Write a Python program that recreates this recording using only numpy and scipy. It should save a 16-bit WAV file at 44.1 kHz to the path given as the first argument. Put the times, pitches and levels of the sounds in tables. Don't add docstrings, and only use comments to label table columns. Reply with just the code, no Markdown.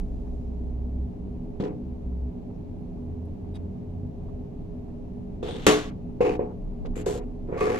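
import sys
import numpy as np
from scipy import signal
from scipy.fft import rfft, irfft, next_fast_len
from scipy.io import wavfile
from scipy.ndimage import uniform_filter1d, minimum_filter1d

SR = 44100
rng = np.random.default_rng(int(sys.argv[2]) if len(sys.argv) > 2 else 0)


def bounce(signal):
    frames = np.transpose(np.atleast_2d(signal))
    limited = np.clip(frames, -1, 1)
    pcm = np.round(limited * 32767).astype(np.int16)
    wavfile.write(sys.argv[1], SR, pcm)


def voltage_ratio(decibels):
    exponent = np.asarray(decibels, float) / 20
    return 10 ** exponent


N = 343646

# mode_hz, level_db (relative), t60_s
TABLE_MODES = [(121, -9, 0.064), (195.2, -2.5, 0.1), (260, -6, 0.12), (303, -5, 0.29), (375, 3.5, 0.092),
               (430, 0.5, 0.16), (483.6, 2.5, 0.062), (541, -2.5, 0.08), (620, -3.5, 0.07),
               (730.7, -5, 0.22), (836, 0.5, 0.038), (990, 0.5, 0.037), (1107, -4.5, 0.057),
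               (1490, 6.5, 0.0057)]


def rms_one(x):
    return x / np.sqrt(np.mean(x ** 2) + 1e-20)


def at_hz(points, hz, axis=1):
    points = np.array(points)
    return np.interp(np.log(hz + 1e-3), np.log(points[:, 0]), points[:, axis])


def in_time(rows):
    rows = np.array(rows)
    return np.interp(np.arange(N) / SR, rows[:, 0], rows[:, 1])


def shaped(x, gain):
    size = next_fast_len(x.shape[-1])
    hz = np.arange(size // 2 + 1) * SR / size
    return irfft(rfft(x, size) * gain(hz), size)[..., :x.shape[-1]]


def ring(clicks, hz, t60):
    radius = voltage_ratio(-60 / (t60 * SR))
    angle = 2 * np.pi * hz / SR
    return signal.lfilter([0, np.sin(angle)], [1, -2 * radius * np.cos(angle), radius ** 2], clicks + 1e-18)


def strike(times, level_db, modes, spread_db, colour_db=lambda hz: 0, reversed_share=0):
    at = np.round(np.asarray(times) * SR).astype(int)
    chance = rng.standard_normal((len(times), len(modes)))
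    sign = np.where(rng.random(chance.shape) < reversed_share, -1, 1)
    out = np.zeros(N)
    for k, (hz, mode_db, t60) in enumerate(modes):
        strength_db = level_db + mode_db + colour_db(hz) + spread_db * chance[:, k]
        clicks = np.zeros(N)
        clicks[at] = sign[:, k] * voltage_ratio(strength_db)
        out += ring(clicks, hz, t60)
    return out


def snaps(times, level_db, t60):
    clicks = np.zeros(N)
    clicks[np.round(np.asarray(times) * SR).astype(int)] = voltage_ratio(level_db)
    decay = signal.lfilter([1], [1, -voltage_ratio(-60 / (t60 * SR))], clicks + 1e-18)
    return decay * rng.choice([-1, 1], N)


def ramps(start, length, attack, release):
    t = np.arange(N) / SR - start
    return np.clip(np.minimum(t / attack, 1 + (length - t) / release), 0, 1)


def stereo_noise(gain):
    # frequency_hz, likeness (0 to 1)
    likeness = [(60, 0.75), (180, 1), (550, 0.12), (1650, 0.22), (4970, 0.23), (15000, 0.05)]

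    def alike(hz):
        return np.clip(at_hz(likeness, hz), 0, 1)

    mid, side = rng.standard_normal((2, N))
    mid = shaped(mid, lambda hz: gain(hz) * np.sqrt((1 + alike(hz)) / 2))
    side = shaped(side, lambda hz: gain(hz) * np.sqrt((1 - alike(hz)) / 2))
    return np.array([mid + side, np.roll(mid - side, shift=20)])


def traffic():
    # start_s, length_s, start_pitch_hz, end_level_db (rms)
    surges = [(0, 1.05, 57.7, -29), (1.191, 0.19, 63.3, -36.5), (1.811, 0.13, 67.8, -36),
              (2.023, 0.24, 63.2, -29), (2.602, 0.19, 86.1, -42), (2.992, 0.32, 80.9, -35),
              (3.391, 0.3, 83.4, -35), (3.845, 0.21, 88.1, -35.5), (4.143, 0.29, 86, -44.5)]
    # closest_pass_s, level_db (rms, added to the rumble at rest)
    passes = [(0, -31), (5.401, -48), (6.721, -33.5)]
    rest_db, rise_db_per_s, fall_db_per_s = -46, 60, 17.5
    climb_hz_per_s, swell_db_per_s = 7.5, 8.5
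    attack_s, release_s = 0.038, 0.05

    t = np.arange(N) / SR
    level = voltage_ratio(rest_db)
    for pass_s, pass_db in passes:
        away_db = np.where(t < pass_s, rise_db_per_s * (pass_s - t), fall_db_per_s * (t - pass_s))
        level = level + voltage_ratio(pass_db - away_db)
    out = rms_one(stereo_noise(lambda hz: np.exp(-((hz - 30) / 9) ** 2))) * level

    for (start, length, hz, db), turn in zip(surges, rng.random(len(surges))):
        since = np.clip(t - start, -1, 2)
        tone = np.sin(2 * np.pi * (turn + hz * since + .5 * climb_hz_per_s * since ** 2))
        swell = voltage_ratio(db - swell_db_per_s * (length - since))
        gate = ramps(start, length, attack_s * (start > 0) + 1e-6, release_s)
        out += np.sqrt(2) * swell * gate * tone
    return out


def room_noise():
    # frequency_hz, level_db (per third octave)
    air = [(20, -56), (40, -49.5), (100, -47.5), (200, -57), (320, -52), (450, -56.5), (650, -55.5),
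           (900, -59), (1400, -67.5), (2500, -66), (4000, -68), (7000, -74), (12000, -82.5), (16000, -91)]
    # centre_hz, width_hz, level_db (rms)
    hum = [(135.9, 11, -48), (174.2, 12, -46), (193.45, 5.2, -47), (243.9, 13, -43), (286.7, 11, -53),
           (324, 13, -59.5), (402, 18, -56)]
    third = 2 ** (1 / 6) - 2 ** (-1 / 6)

    def gain(hz):
        power = voltage_ratio(2 * at_hz(air, hz)) / (third * (hz + 1))
        for centre_hz, width_hz, level_db in hum:
            bell = np.exp(-.5 * ((hz - centre_hz) * 2 / width_hz) ** 2)
            power += voltage_ratio(2 * level_db) * bell / (width_hz * np.sqrt(np.pi / 2))
        return np.sqrt(power * SR / 2) * (hz > 12)

    return stereo_noise(gain)


def cooler():
    pitch_hz, waver_hz, level_db = 414, 1.194, -50.5
    waver = rms_one(shaped(rng.standard_normal(N), lambda hz: hz < 3))
    phase = 2 * np.pi * np.cumsum(pitch_hz + waver_hz * waver) / SR
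    return np.sqrt(2) * voltage_ratio(level_db) * np.sin(phase)


def fizz():
    # time_s, level_db (rms)
    foam = [(0, -62), (.4, -62.5), (1, -77), (4, -85.5)]
    bursts = rng.standard_normal((2, N)) * voltage_ratio(4.4 * rng.standard_normal((2, N)))
    band = signal.butter(1, [1300, 8000], "band", fs=SR, output="sos")
    return rms_one(signal.sosfilt(band, bursts)) * voltage_ratio(in_time(foam))


def stroke(start, length, db, change_db):
    attack_s, release_s = 0.0041, 0.0067
    settle_db, settle_db_per_s = -15, -93
    since = np.clip(np.arange(N) / SR - start, 0, None)
    moving = ramps(start, length, attack_s, release_s) * voltage_ratio(db + change_db * np.minimum(since, length))
    end_db = db + change_db * length
    settling = voltage_ratio(end_db + settle_db + settle_db_per_s * (since - length)) * (since > length)
    return np.maximum(moving, settling)


def rubs():
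    # start_s, length_s, start_level_db (rms), change_db_per_s
    strokes_by_colour = [
        [(1.594, 0.08, -48.5, -28), (6.848, 0.016, -49, -100)],
        [(5.423, 0.062, -47, 41), (5.476, 0.081, -42.5, -95), (5.545, 0.31, -47, -16),
         (5.615, 0.057, -46.5, 12)],
        [(1.672, 0.058, -49.5, -39), (6.203, 0.061, -34, -54), (6.25, 0.11, -32, -110),
         (6.388, 0.078, -48, -49)],
        [(6.953, 0.07, -46.5, -60)],
        [(7.058, 0.13, -38.5, -86)],
        [(7.47, 0.061, -55.5, 55), (7.525, 0.093, -47.5, 62), (7.605, 0.21, -36, -16.5)],
        [(5.481, 0.093, -47.5, -29.5)],
    ]
    # (per Hz, relative)
    colours = [
        [(470, -42), (800, -11.5), (992, -12), (1460, -14), (3620, -17.5), (14000, -47.5)],
        [(470, -34.5), (760, -5.5), (1160, -10.5), (2160, -14.5), (3570, -9.5), (4880, -23.5), (8500, -28.5),
         (14000, -42)],
        [(470, -32), (800, 0), (1350, -18.5), (2590, -12.5), (3290, -26.5), (11200, -40.5), (14000, -67)],
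        [(470, -39), (800, -10), (981, -14.5), (2500, -13), (5570, -32), (7420, -13), (8470, -26), (11200, -26),
         (14000, -39)],
        [(470, -31), (800, -10.5), (1720, -11), (1990, -15), (3750, -15), (5370, -20.5), (7510, -14.5),
         (14000, -31)],
        [(470, -28), (800, -5), (902, -20), (1160, -1), (1560, -7.5), (2210, -5.5), (3170, -18), (11200, -30),
         (14000, -47)],
        [(2500, -22.5), (3500, -1), (4600, -21), (7900, -42.5), (8600, -8), (9500, -43.5)],
    ]
    out = np.zeros((2, N))
    clumps = rms_one(shaped(rng.standard_normal(N), lambda hz: (hz > 20) & (hz < 150)))
    for strokes, colour in zip(strokes_by_colour, colours):
        unevenness_db = 3.1 * rng.standard_normal(N) + 1.8 * clumps
        catches = rng.standard_normal((3, N)) * voltage_ratio(unevenness_db)
        sides = .6 * catches[0] + .8 * catches[1:]
        coloured = rms_one(shaped(sides, lambda hz: voltage_ratio(at_hz(colour, hz))))
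        out += coloured * np.max([stroke(*row) for row in strokes], axis=0)
    return out


def knocks():
    # start_s, level_db (relative), spot_pitch_hz (favoured by the spot)
    touches = [(1.6, -13, 206), (1.63, -19.5, 283), (1.657, -20, 240), (5.428, -20.5, 346.6),
               (5.487, -24, 487), (5.548, -27, 279.5), (6.206, -10, 460), (6.257, -13, 379),
               (6.292, -17, 375), (6.393, -15.5, 430), (6.849, -28.5, 500), (6.966, -24, 300),
               (7.064, -13, 385), (7.154, -25.5, 417), (7.486, -26, 365), (7.525, -22, 430),
               (7.564, -19.5, 515), (7.609, -14.5, 396), (7.62, -17, 420), (7.64, -21, 430),
               (7.672, -16.5, 450), (7.696, -16, 470), (7.744, -20, 423)]
    bounce_s, bounce_loss_db, bounce_pitch = 0.025, 7.5, 0.63
    knock_tilt_db, bounce_tilt_db = 7, -2
    s, level_db, spot_hz = np.transpose(touches)
    tilt_db = np.repeat([knock_tilt_db, bounce_tilt_db], len(s))

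    s = np.append(s, s + bounce_s * voltage_ratio(1.5 * rng.standard_normal(len(s))))
    level_db = np.append(level_db, level_db - bounce_loss_db)
    spot_hz = np.append(spot_hz, spot_hz * bounce_pitch)

    def colour_db(hz):
        octaves = np.log2(hz / spot_hz)
        return tilt_db * octaves - 16.5 * np.abs(octaves)

    wood = strike(s, level_db - 7.5, TABLE_MODES, spread_db=2.5, colour_db=colour_db, reversed_share=.5)
    contact = np.hanning(round(0.00078 * SR))
    snap = signal.lfilter([.4], [1, -.6], snaps(s, level_db - 37.5, t60=0.0098))
    return signal.lfilter(contact / contact.sum(), [1], wood) + snap


def clinks_and_ticks():
    # start_s, level_db (relative)
    touches = [(3.541, -47), (3.555, -46)]
    # mode_hz, level_db (relative), t60_s
    glass = [(3350, -10, 0.047), (3742, -0.5, 0.045), (4776, -9.5, 0.04), (8110, -8.5, 0.032),
             (10290, -12, 0.048)]
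    # start_s, level_db (before band-pass), pitch_hz, t60_s
    ticks = [(2.543, -46.5, 4800, 0.15), (3.255, -38.5, 8500, 0.031), (7.061, -37.5, 5990, .03),
             (7.606, -32, 7500, .025)]
    s, level_db = np.transpose(touches)
    out = strike(s, level_db, glass, spread_db=1.5)
    for s, level_db, hz, t60 in ticks:
        band = signal.butter(1, [hz / 0.89, hz * 1.2], "band", fs=SR, output="sos")
        out += signal.sosfilt(band, snaps([s], level_db, t60))
    return out


def clacks(which):
    # (per Hz, relative)
    hard_thing = [(150, -44.5), (300, -18), (440, -10), (579, -4.5), (664, 0.5), (800, -14), (3000, -11.5),
                  (4840, -19), (7000, -16), (11500, -20.5), (15000, -35)]
    s, level_db = np.transpose(which)
    clicks = np.zeros(N)
    clicks[np.round(s * SR).astype(int)] = voltage_ratio(level_db + 24.5)
    crack = shaped(clicks, lambda hz: -1j * voltage_ratio(at_hz(hard_thing, hz)))
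    begun = np.arange(N) > (s[0] - .0004) * SR
    table = strike(s, level_db - 26.5, TABLE_MODES, spread_db=6.0,
                   colour_db=lambda hz: -7.0 * np.abs(np.log2(hz / 450)))
    return crack * begun + table


def bottle():
    # start_s, level_db (relative)
    bumps = [(6.252, -37.5), (7.58, -37), (7.608, -24.5), (7.669, -44.5)]
    # mode_hz, level_db (relative), t60_s
    wall = [(1147, 1, 0.11), (1840, -19, 0.074), (2156, -14.5, 0.11), (2490, -9, 0.062)]
    s, level_db = np.transpose(bumps)
    return strike(s, level_db, wall, spread_db=3.0)


def room(x):
    # frequency_hz, t60_s
    reverb_t60 = [(200, 0.36), (1000, 0.38), (4000, 0.4), (12000, 0.29)]
    t, echo = np.arange(SR // 2) / SR, 0
    for hz in 125 * 2. ** np.arange(8):
        band = signal.butter(2, [hz / 1.42, min(hz * 1.42, 20000)], "band", fs=SR, output="sos")
        decay = voltage_ratio(-60 * t / at_hz(reverb_t60, hz))
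        mid, side = signal.sosfilt(band, rng.standard_normal((2, len(t)))) * decay
        alike = 1 / (1 + hz / 2500)
        echo = echo + np.sqrt(1 + alike) * mid + np.sqrt(1 - alike) * side * [[1], [-1]]
    echo = echo * np.clip(t / 0.0019, 0, 1)
    echo = echo / np.sqrt(np.sum(echo ** 2) / 2)
    return signal.fftconvolve(x[None], echo, axes=1)[:, :N]


def dull(x, cut_hz):
    return signal.lfilter(*signal.butter(1, cut_hz, fs=SR), x)


def scene():
    # start_s, level_db (relative)
    drop_and_echoes = [(5.6668, 0.5), (5.669, 1), (5.6726, -7.5)]
    background = traffic() + room_noise() + cooler() + fizz()
    soft = knocks() + bottle()
    thuds = soft + room(soft)
    faint = clinks_and_ticks()
    small_sounds = faint + voltage_ratio(-14.5) * room(faint)
    hard, near_echoes = clacks(drop_and_echoes[:1]), clacks(drop_and_echoes[1:])
    clack = hard + dull(near_echoes, cut_hz=4100) + voltage_ratio(7.0) * room(dull(hard, cut_hz=6000))
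    return background + rubs() + thuds + small_sounds + clack


def held(db, hold_s):
    hold = max(round(hold_s * SR), 3)
    return -minimum_filter1d(-db, hold, origin=(hold - 1) // 2)


def suppress(x):
    # lower_edge_hz, cut_db (when shut), opening_db (over the usual level)
    bands = [(500, 1, 8.5), (873, 11, 3), (1540, 12, 7.5), (2600, 14.5, 8)]
    hold_s = 0.0098
    loud_opening_db, low_bands_hold_s = 3, 0.056
    size = round(0.0077 * SR)

    above = [shaped(x, lambda hz: 1 / (1 + (edge_hz / (hz + 1)) ** 8)) for edge_hz, _, _ in bands]
    above.append(0 * x)
    parts = [above[k] - above[k + 1] for k in range(len(bands))]
    out = x - above[0]
    excess = []
    for part, (_, _, opening_db) in zip(parts, bands):
        power = uniform_filter1d(np.mean(part ** 2, axis=0), size, origin=(size - 1) // 2)
        level_db = 10 * np.log10(np.abs(power) + 1e-14)
        excess.append(level_db - np.median(level_db) - opening_db)

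    for k, (_, cut_db, _) in enumerate(bands):
        heard_db = held(np.max(excess[k:], axis=0), hold_s)
        if k < len(bands) - 1:
            heard_db = np.maximum(heard_db, held(excess[-1] - loud_opening_db, low_bands_hold_s))
        shut = .5 - .5 * np.tanh(2 * heard_db)
        out += parts[k] * voltage_ratio(-cut_db * shut)
    return out


def capsules(x):
    # frequency_hz, level_db
    colour = [(2500, 0), (7200, -0.5), (9300, -7.5), (11300, -1.5), (14000, -5.5)]
    # frequency_hz, left_minus_right_db, left_lead_radians
    pair = [(59.8, -1, 0), (1300, 0.5, -1.62), (2430, 0.5, -1.35), (4500, 1.5, 0.64), (7110, 10, 1.5),
            (8050, 9, 0), (10000, -7.5, 1.5), (11100, -11, 1.5), (15000, -5, 5.5)]
    half = np.array([[.5], [-.5]])

    def response(hz):
        level = voltage_ratio(at_hz(colour, hz) + half * at_hz(pair, hz))
        return level * np.exp(1j * half * at_hz(pair, hz, axis=2))

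    roll_off = signal.butter(4, 14500, fs=SR, output="sos")
    return shaped(signal.sosfilt(roll_off, x), response)


def top_cut(x):
    return signal.sosfilt(signal.butter(12, 15760, fs=SR, output="sos"), x)


def record(dry):
    run = 4000
    padded = np.pad(dry, ((0, 0), (run, run)), mode="reflect", reflect_type="odd")
    amplified = suppress(capsules(padded))[:, run:-run]
    hiss = voltage_ratio(-80.5) * rng.standard_normal(dry.shape)
    clipped = np.clip(amplified + hiss, -.98, .98)
    band_limit = signal.cheby2(10, 50, 16200, fs=SR, output="sos")
    return top_cut(signal.sosfilt(band_limit, clipped))


dry = scene()
out = record(dry)
bounce(out)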